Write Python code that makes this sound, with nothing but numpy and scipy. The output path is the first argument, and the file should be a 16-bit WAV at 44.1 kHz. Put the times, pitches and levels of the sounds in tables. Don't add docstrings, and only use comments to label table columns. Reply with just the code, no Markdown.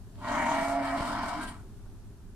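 import sys
import numpy as np
from scipy import signal
from scipy.fft import rfft, irfft
from scipy.io import wavfile
from scipy.ndimage import uniform_filter1d

SR = 44100
rng = np.random.default_rng(int(sys.argv[2]) if len(sys.argv) > 2 else 0)


def int16_out(signal):
    q = np.round(np.clip(np.atleast_2d(signal).T, -1, 1) * 32767)
    wavfile.write(sys.argv[1], SR, q.astype(np.int16))


N = 103635
T = np.arange(N) / SR
FREQS = np.fft.rfftfreq(2 * N, 1 / SR)
AIR_SPREAD = 0.8

# time in seconds, relative level in dB.
LOW_LEVEL = [(0.17, -59), (0.314, -37.5), (0.572, -36), (0.726, -37.5), (0.81, -33), (.88, -38.5),
             (.96, -33.5), (1.0, -38.5), (1.26, -40.5), (1.32, -52.5), (1.4, -40.5), (1.5, -46),
             (1.62, -60)]
MID_LEVEL = [(0.17, -65), (0.282, -41.5), (0.444, -37), (0.694, -35.5), (0.77, -29.5), (0.872, -41),
             (0.94, -37.5), (1.006, -40), (1.25, -42.5), (1.3, -42), (1.356, -38), (1.396, -52),
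             (1.438, -49), (1.62, -72)]
HIGH_LEVEL = [(0.17, -75), (0.206, -51.5), (0.25, -39), (0.346, -32), (0.448, -34), (0.48, -29),
              (0.614, -36), (0.82, -40), (0.84, -37), (1.236, -36), (1.26, -39.5), (1.356, -37),
              (1.526, -50.5), (1.62, -64.5)]
RASP_LEVEL = [(0.17, -89), (0.246, -49), (0.33, -41), (0.362, -40.5), (0.392, -35), (0.512, -42.5),
              (0.586, -38), (0.726, -48), (0.904, -43), (1.13, -51.5), (1.174, -46.5), (1.478, -55.5),
              (1.62, -75.5)]
AIR_LEVEL = [(0.17, -70.5), (0.28, -48), (0.37, -49.5), (0.416, -56), (0.524, -45.5), (0.808, -58),
             (0.88, -45.5), (0.936, -64), (0.972, -48.5), (1.308, -51.5), (1.404, -54), (1.43, -48),
             (1.462, -59), (1.474, -49.5), (1.62, -83)]
HISS_LEVEL = [(0.17, -78), (0.298, -57), (0.71, -51.5), (0.792, -66.5), (0.86, -54.5), (0.928, -58),
              (1.078, -52), (1.202, -62), (1.295, -51), (1.316, -59.5), (1.404, -60), (1.439, -46.5),
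              (1.458, -67), (1.49, -53.5), (1.51, -64), (1.62, -74)]
# frequency in Hz, relative gain in dB.
LOW_SHAPE = [(110, -11.5), (200, -7.5), (260, 1.5), (315, -5), (370, -17), (460, -17.5), (600, -57)]
MID_SHAPE = [(470, -31), (525, -8), (590, 1), (700, 5), (790, -12), (870, -11), (1050, -53)]
HIGH_SHAPE = [(680, -27), (800, -2), (900, -1), (1020, 3.5), (1100, -1), (1250, -1.5), (1430, -1.5),
              (1600, -8), (1850, -57)]
RASP_SHAPE = [(1400, -42), (1660, 3), (1850, 0.5), (2200, -1), (2380, -6.5), (2620, -19), (2950, -8.5),
              (3400, -35), (5000, -65)]
AIR_SHAPE = [(1200, 4), (2500, 0.5), (3100, 5), (3550, -2), (3950, 0.5), (4800, -3), (5800, -21.5),
             (6800, -48)]
HISS_SHAPE = [(5200, -9.5), (6200, -8.5), (7000, -2.5), (7700, -2), (8300, 2.5), (9000, 1), (9600, -4.5),
              (11000, -9.5), (13000, -13), (15000, -20)]
# time in seconds, pitch in Hz, clearness from 0 to 1.
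FOLDS = [(.2, 136.2, 0), (.33, 140.4, 0.04), (.46, 142.6, 0.03), (.56, 137.7, 0.55), (.68, 138.7, 0.89),
         (.77, 138.6, 0.98), (.87, 136.7, 0.81), (.95, 137.9, 0.93), (1.0, 135.4, .2), (1.25, 140.5, 0.01),
         (1.36, 147.6, 0.14), (1.45, 149.1, 0.04)]
# harmonic number, relative level in dB.
LOW_PARTIALS = [(2, 0)]
MID_PARTIALS = [(4, -17), (5, 2)]
HIGH_PARTIALS = [(6, 4), (7, 1.5), (8, -8), (9, -11), (10, -2)]
# time in seconds, centre in Hz, share of power against the rough voice from 0 to 1.
THROAT_RING = [(.25, 603, 0.6), (.38, 603, 0.7), (.46, 625, 0.48), (.57, 657, 0.7), (.68, 668, 0.6),
               (.8, 685, 0.22), (1.1, 692, 0.51), (1.29, 714, 0.71), (1.37, 703, 0.93), (1.5, 705, 0.2)]
MOUTH_RING = [(.26, 1005, 0.25), (.38, 945, 0.25), (.46, 930, 0.4), (.55, 928, 0.42), (.7, 949, 0),
              (.9, 1005, 0), (1.02, 1002, 0.22), (1.17, 1007, 0.5), (1.27, 1006, 0.07), (1.37, 1002, 0.34),
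              (1.5, 1013, 0.14)]
# frequency in Hz, gain in dB.
MOUTH_PASSBAND = [(500, -33), (700, 0), (3000, -0.5), (4000, -24)]
# time in seconds, modulation depth from 0 to 1.
GROWL_DEPTH = [(.4, .36), (.56, .3), (.8, .13), (1.05, .2)]
# time in seconds, centre in Hz, level in dB.
WHEEZE = [(.24, 6400, -69), (0.329, 6400, -53.5), (.45, 6490, -57.5), (0.499, 6500, -50.5),
          (.58, 5866, -60), (.68, 5780, -58), (.8, 5030, -64), (1.03, 5040, -57.5), (1.29, 4963, -56.5),
          (1.42, 4850, -62.5), (1.52, 4820, -75)]
# peak time and half-length in seconds, centre and width in Hz, level in dB.
WHISTLES = [(0.323, 0.075, 895, 6.6, -39.5), (0.317, .04, 694, 6.6, -39), (0.358, 0.024, 1200, 9.5, -43),
            (0.455, 0.097, 778, 5.5, -37.5), (0.555, 0.048, 1421, 2.3, -52), (.95, 0.042, 692, 5.1, -38.5),
            (1.393, 0.042, 303, 5.4, -42), (1.439, 0.043, 1590, 11, -45.5), (1.428, 0.018, 8700, 260, -53),
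            (1.483, 0.022, 8900, 190, -51)]
# centre in Hz, width in Hz, lift in dB.
YARD_RESONANCES = [(240.7, 6.7, 9), (279.3, 9.8, 9.5), (304.1, 5.2, 5.5), (605, 7.7, 7.5), (657, 9.5, 9.5),
                   (698.2, 8.8, 14), (772, 9.1, 6.5), (897, 11, 10), (954, 5.6, 7), (974, 7.9, 6),
                   (1012.7, 11.2, 11), (1124, 13, 9), (1438, 5.1, 8.5), (1895, 17, 10), (2128, 5.3, 10.5),
                   (2278, 10, 11)]
# frequency in Hz, gain in dB.
ECHO_SHAPE = [(250, -22.5), (600, -5.5), (1200, -2), (2500, 0.5), (5000, -0.5), (12000, -2)]
LEFT_LIFT = [(300, 0), (700, -0.5), (1100, 1.5), (2500, 0.5), (3100, -1), (4400, 3.5), (5600, 1.5),
             (7200, 3), (10000, 1)]
# frequency in Hz, relative gain in dB.
SCUFF_SHAPE = [(300, -23), (650, 8), (1300, 2), (2500, -24), (8000, -39)]
RUMBLE_SHAPE = [(41, -13), (70, -2.5), (115, 2), (134, -9.5), (197, -5), (269, -13.5), (301, -15.5),
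                (413, -13.5), (451, -25.5), (692, -27), (809, -27), (1700, -34), (2030, -40),
                (10200, -42.5), (15000, -50.5)]
RUMBLE_SIDE = [(70, -38), (250, -18.5), (700, -10), (2000, -1.5), (6000, 0)]
WIND_SHAPE = [(3, -44), (10, -9), (20, -3), (38, 6), (54, -4), (100, -32), (300, -67), (1000, -100)]
# time in seconds, gain in dB.
RUMBLE_SWELL = [(0, 0.5), (1.75, 1), (2.35, -1)]
# start in seconds, peak before filtering in dB, rise in seconds.
THUMPS = [(1.0069, -23.5, 0.00089), (1.86, -34, 0.0097)]


def bellow():
    pitch, clear = in_time(FOLDS)
    source, gate = rough_folds(pitch, clear)
    low, mid, high, rasp = vocal_tract(yard_colour(source), pitch, clear)
    airflow = gate * stereo(rng.standard_normal(N), AIR_SPREAD * rng.standard_normal(N))
    air, hiss = [evened(coloured(airflow, shape)) for shape in (AIR_SHAPE, HISS_SHAPE)]
    bands = [(low, LOW_LEVEL, -0.5), (mid, MID_LEVEL, 1), (high, HIGH_LEVEL, -0.5),
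             (rasp, RASP_LEVEL, -0.5), (air, AIR_LEVEL, 0), (hiss, HISS_LEVEL, 0)]
    return sum(from_db(trim_db) * envelope(level) * band for band, level, trim_db in bands) + wheeze(gate)


def rough_folds(pitch, clear, jitter=0.3, slap_s=0.0018, flutter_db=2):
    cycles = np.cumsum(pitch * np.exp(jitter * (1 - clear / 2) * drift(90))) / SR
    slaps = np.diff(np.floor(cycles), prepend=0)
    puffs = unit_power(lowpass(slaps, 1 / (2 * np.pi * slap_s)))
    gate = (1 + 0.64 * puffs) * from_db(flutter_db * drift(53))
    turbulence = unit_power(gate * rng.standard_normal(N))
    return unit_power(slaps) + turbulence, gate


def vocal_tract(source, pitch, clear):
    shapes = (LOW_SHAPE, MID_SHAPE, HIGH_SHAPE, RASP_SHAPE)
    low, mid, high, rasp = [evened(coloured(source, shape)) for shape in shapes]
    low_tone, mid_tone, high_tone = clear_folds(pitch)
    throat_hz, throat_share = in_time(THROAT_RING)
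    mouth_hz, mouth_share = in_time(MOUTH_RING)
    low = blend(low, low_tone, clear)
    mid = blend(mid, ringing(throat_hz, width_hz=7.3), throat_share)
    mid = blend(mid, mid_tone, clear ** 4)
    high = blend(high, ringing(mouth_hz, width_hz=5.1), mouth_share)
    high = blend(high, high_tone, 0.55 * clear ** 2)
    return growl(pitch) * np.array([low, mid, rounded(high), rounded(rasp)])


def clear_folds(pitch, waver=0.0039, sag_share=0.065, sag_at_s=0.83, sag_width_s=0.05):
    phase = 2 * np.pi * np.cumsum(pitch * (1 + waver * drift(23.36))) / SR
    sag = sag_share * (1 + np.tanh((T - sag_at_s) / sag_width_s)) / 2
    sagging = phase - 2 * np.pi * np.cumsum(pitch * sag) / SR
    groups = [(LOW_PARTIALS, phase), (MID_PARTIALS, phase), (HIGH_PARTIALS, sagging)]
    return [unit_power(sum(from_db(db) * np.sin(k * angle) for k, db in partials))
            for partials, angle in groups]


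def rounded(band, limit=2.2):
    return coloured(evened(np.tanh(band / limit)), MOUTH_PASSBAND)


def growl(pitch, throbs_per_cycle=0.29, jitter=0.24):
    phase = 2 * np.pi * np.cumsum(throbs_per_cycle * pitch * np.exp(jitter * drift(23.2))) / SR
    depth = in_time(GROWL_DEPTH)[0]
    return (1 + depth * np.cos(phase)) / np.sqrt(1 + depth ** 2 / 2)


def wheeze(gate, width_hz=920):
    hz = in_time(WHEEZE)[0]
    air = stereo(ringing(hz, width_hz), AIR_SPREAD * ringing(hz, width_hz))
    return envelope([(s, db) for s, _, db in WHEEZE]) * evened(gate * air)


def whistles():
    return sum(from_db(db) * np.exp(-((T - peak_s) / half_length) ** 2) * ringing(hz, width)
               for peak_s, half_length, hz, width, db in WHISTLES)


def ringing(hz, width_hz):
    amplitude = drift(width_hz) + 1j * drift(width_hz)
    carrier = np.exp(2j * np.pi * np.cumsum(hz * np.ones(N)) / SR)
    return evened((amplitude * carrier).real)


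def yard_colour(source):
    lifts = sum((from_db(db) - 1) * resonance(hz, width) for hz, width, db in YARD_RESONANCES)
    return filtered(source, 1 + lifts)


def yard(call, t60_s=0.095, echo_delay_s=0.0026, left_lag_s=0.00006):
    scatter = rng.standard_normal((2, N)) * from_db(-60 * T / t60_s) * (T > echo_delay_s)
    mid, side = scatter / np.sqrt(np.sum(scatter ** 2, axis=1, keepdims=True))
    impulse_response = stereo(from_db(-4) * mid, from_db(-5.5) * side)
    left_echo, right_echo = coloured(filtered(call, rfft(impulse_response, 2 * N)), ECHO_SHAPE)
    left_direct = filtered(call[0], np.exp(-2j * np.pi * FREQS * left_lag_s))
    return np.array([coloured(left_direct + left_echo, LEFT_LIFT), call[1] + right_echo])


def thumps():
    pulses = np.zeros(N)
    for start_s, db, rise_s in THUMPS:
        age = np.maximum(T - start_s, 0) / rise_s
        pulses += from_db(db) * age * np.exp(1 - age)
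    return signal.sosfilt(signal.butter(1, 25, "high", fs=SR, output="sos"), pulses)


def tick(start_s=0.1563, decay_s=0.00061):
    burst = rng.standard_normal(N) * (T > start_s) * np.exp(-np.abs(T - start_s) / decay_s)
    return from_db(-40.5) * lowpass(burst, hz=4450)


def scuff(peak_s=1.868, half_length_s=0.022):
    friction = unit_power(coloured(rng.standard_normal(N), SCUFF_SHAPE))
    return from_db(-63.5) * friction * np.exp(-((T - peak_s) / half_length_s) ** 2)


def distant_rumble():
    mid, side = coloured(rng.standard_normal((2, N)), [(30, -53)] + list(RUMBLE_SHAPE))
    rumble = unit_power(stereo(mid, coloured(side, RUMBLE_SIDE)))
    return from_db(-49.5 + in_time(RUMBLE_SWELL)[0]) * rumble


def wind():
    mid, side = coloured(rng.standard_normal((2, N)), WIND_SHAPE)
    return from_db(-48) * unit_power(stereo(mid, from_db(-3) * side))


def from_db(db):
    return 10 ** (np.asarray(db) / 20)


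def unit_power(x):
    return x / np.sqrt(np.mean(x ** 2) + 1e-20)


def evened(x, size=1200):
    return x / np.sqrt(uniform_filter1d(uniform_filter1d(x ** 2, size), size) + 1e-12)


def blend(a, b, share):
    return evened(np.sqrt(1 - share) * a + np.sqrt(share) * b)


def in_time(rows):
    times, *columns = np.transpose(rows)
    return [np.interp(T, times, column) for column in columns]


def envelope(rows, fade_s=0.041):
    outside_s = np.maximum(rows[0][0] - T, 0) + np.maximum(T - rows[-1][0], 0)
    return from_db(in_time(rows)[0]) * np.exp(-outside_s / fade_s)


def filtered(x, response):
    return irfft(rfft(x, 2 * N) * response)[..., :N]


def coloured(x, shape):
    hz, db = np.transpose(shape)
    return filtered(x, from_db(np.interp(np.log(FREQS + 1), np.log(hz), db)))


def lowpass(x, hz):
    return filtered(x, 1 / (1 + 1j * FREQS / hz) ** 2)


def resonance(hz, width_hz):
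    return 1j * FREQS * width_hz / (hz ** 2 - FREQS ** 2 + 1j * FREQS * width_hz)


def drift(rate_hz):
    return unit_power(lowpass(rng.standard_normal(N), rate_hz))


def stereo(mid, side):
    return np.array([mid + side, mid - side])


def scene():
    return yard(bellow() + whistles()) + thumps() + tick() + scuff() + distant_rumble() + wind()


def record(dry, cutoff_hz=14900):
    return filtered(dry, 1 / np.sqrt(1 + (FREQS / cutoff_hz) ** 300))


dry = scene()
out = record(dry)
int16_out(out)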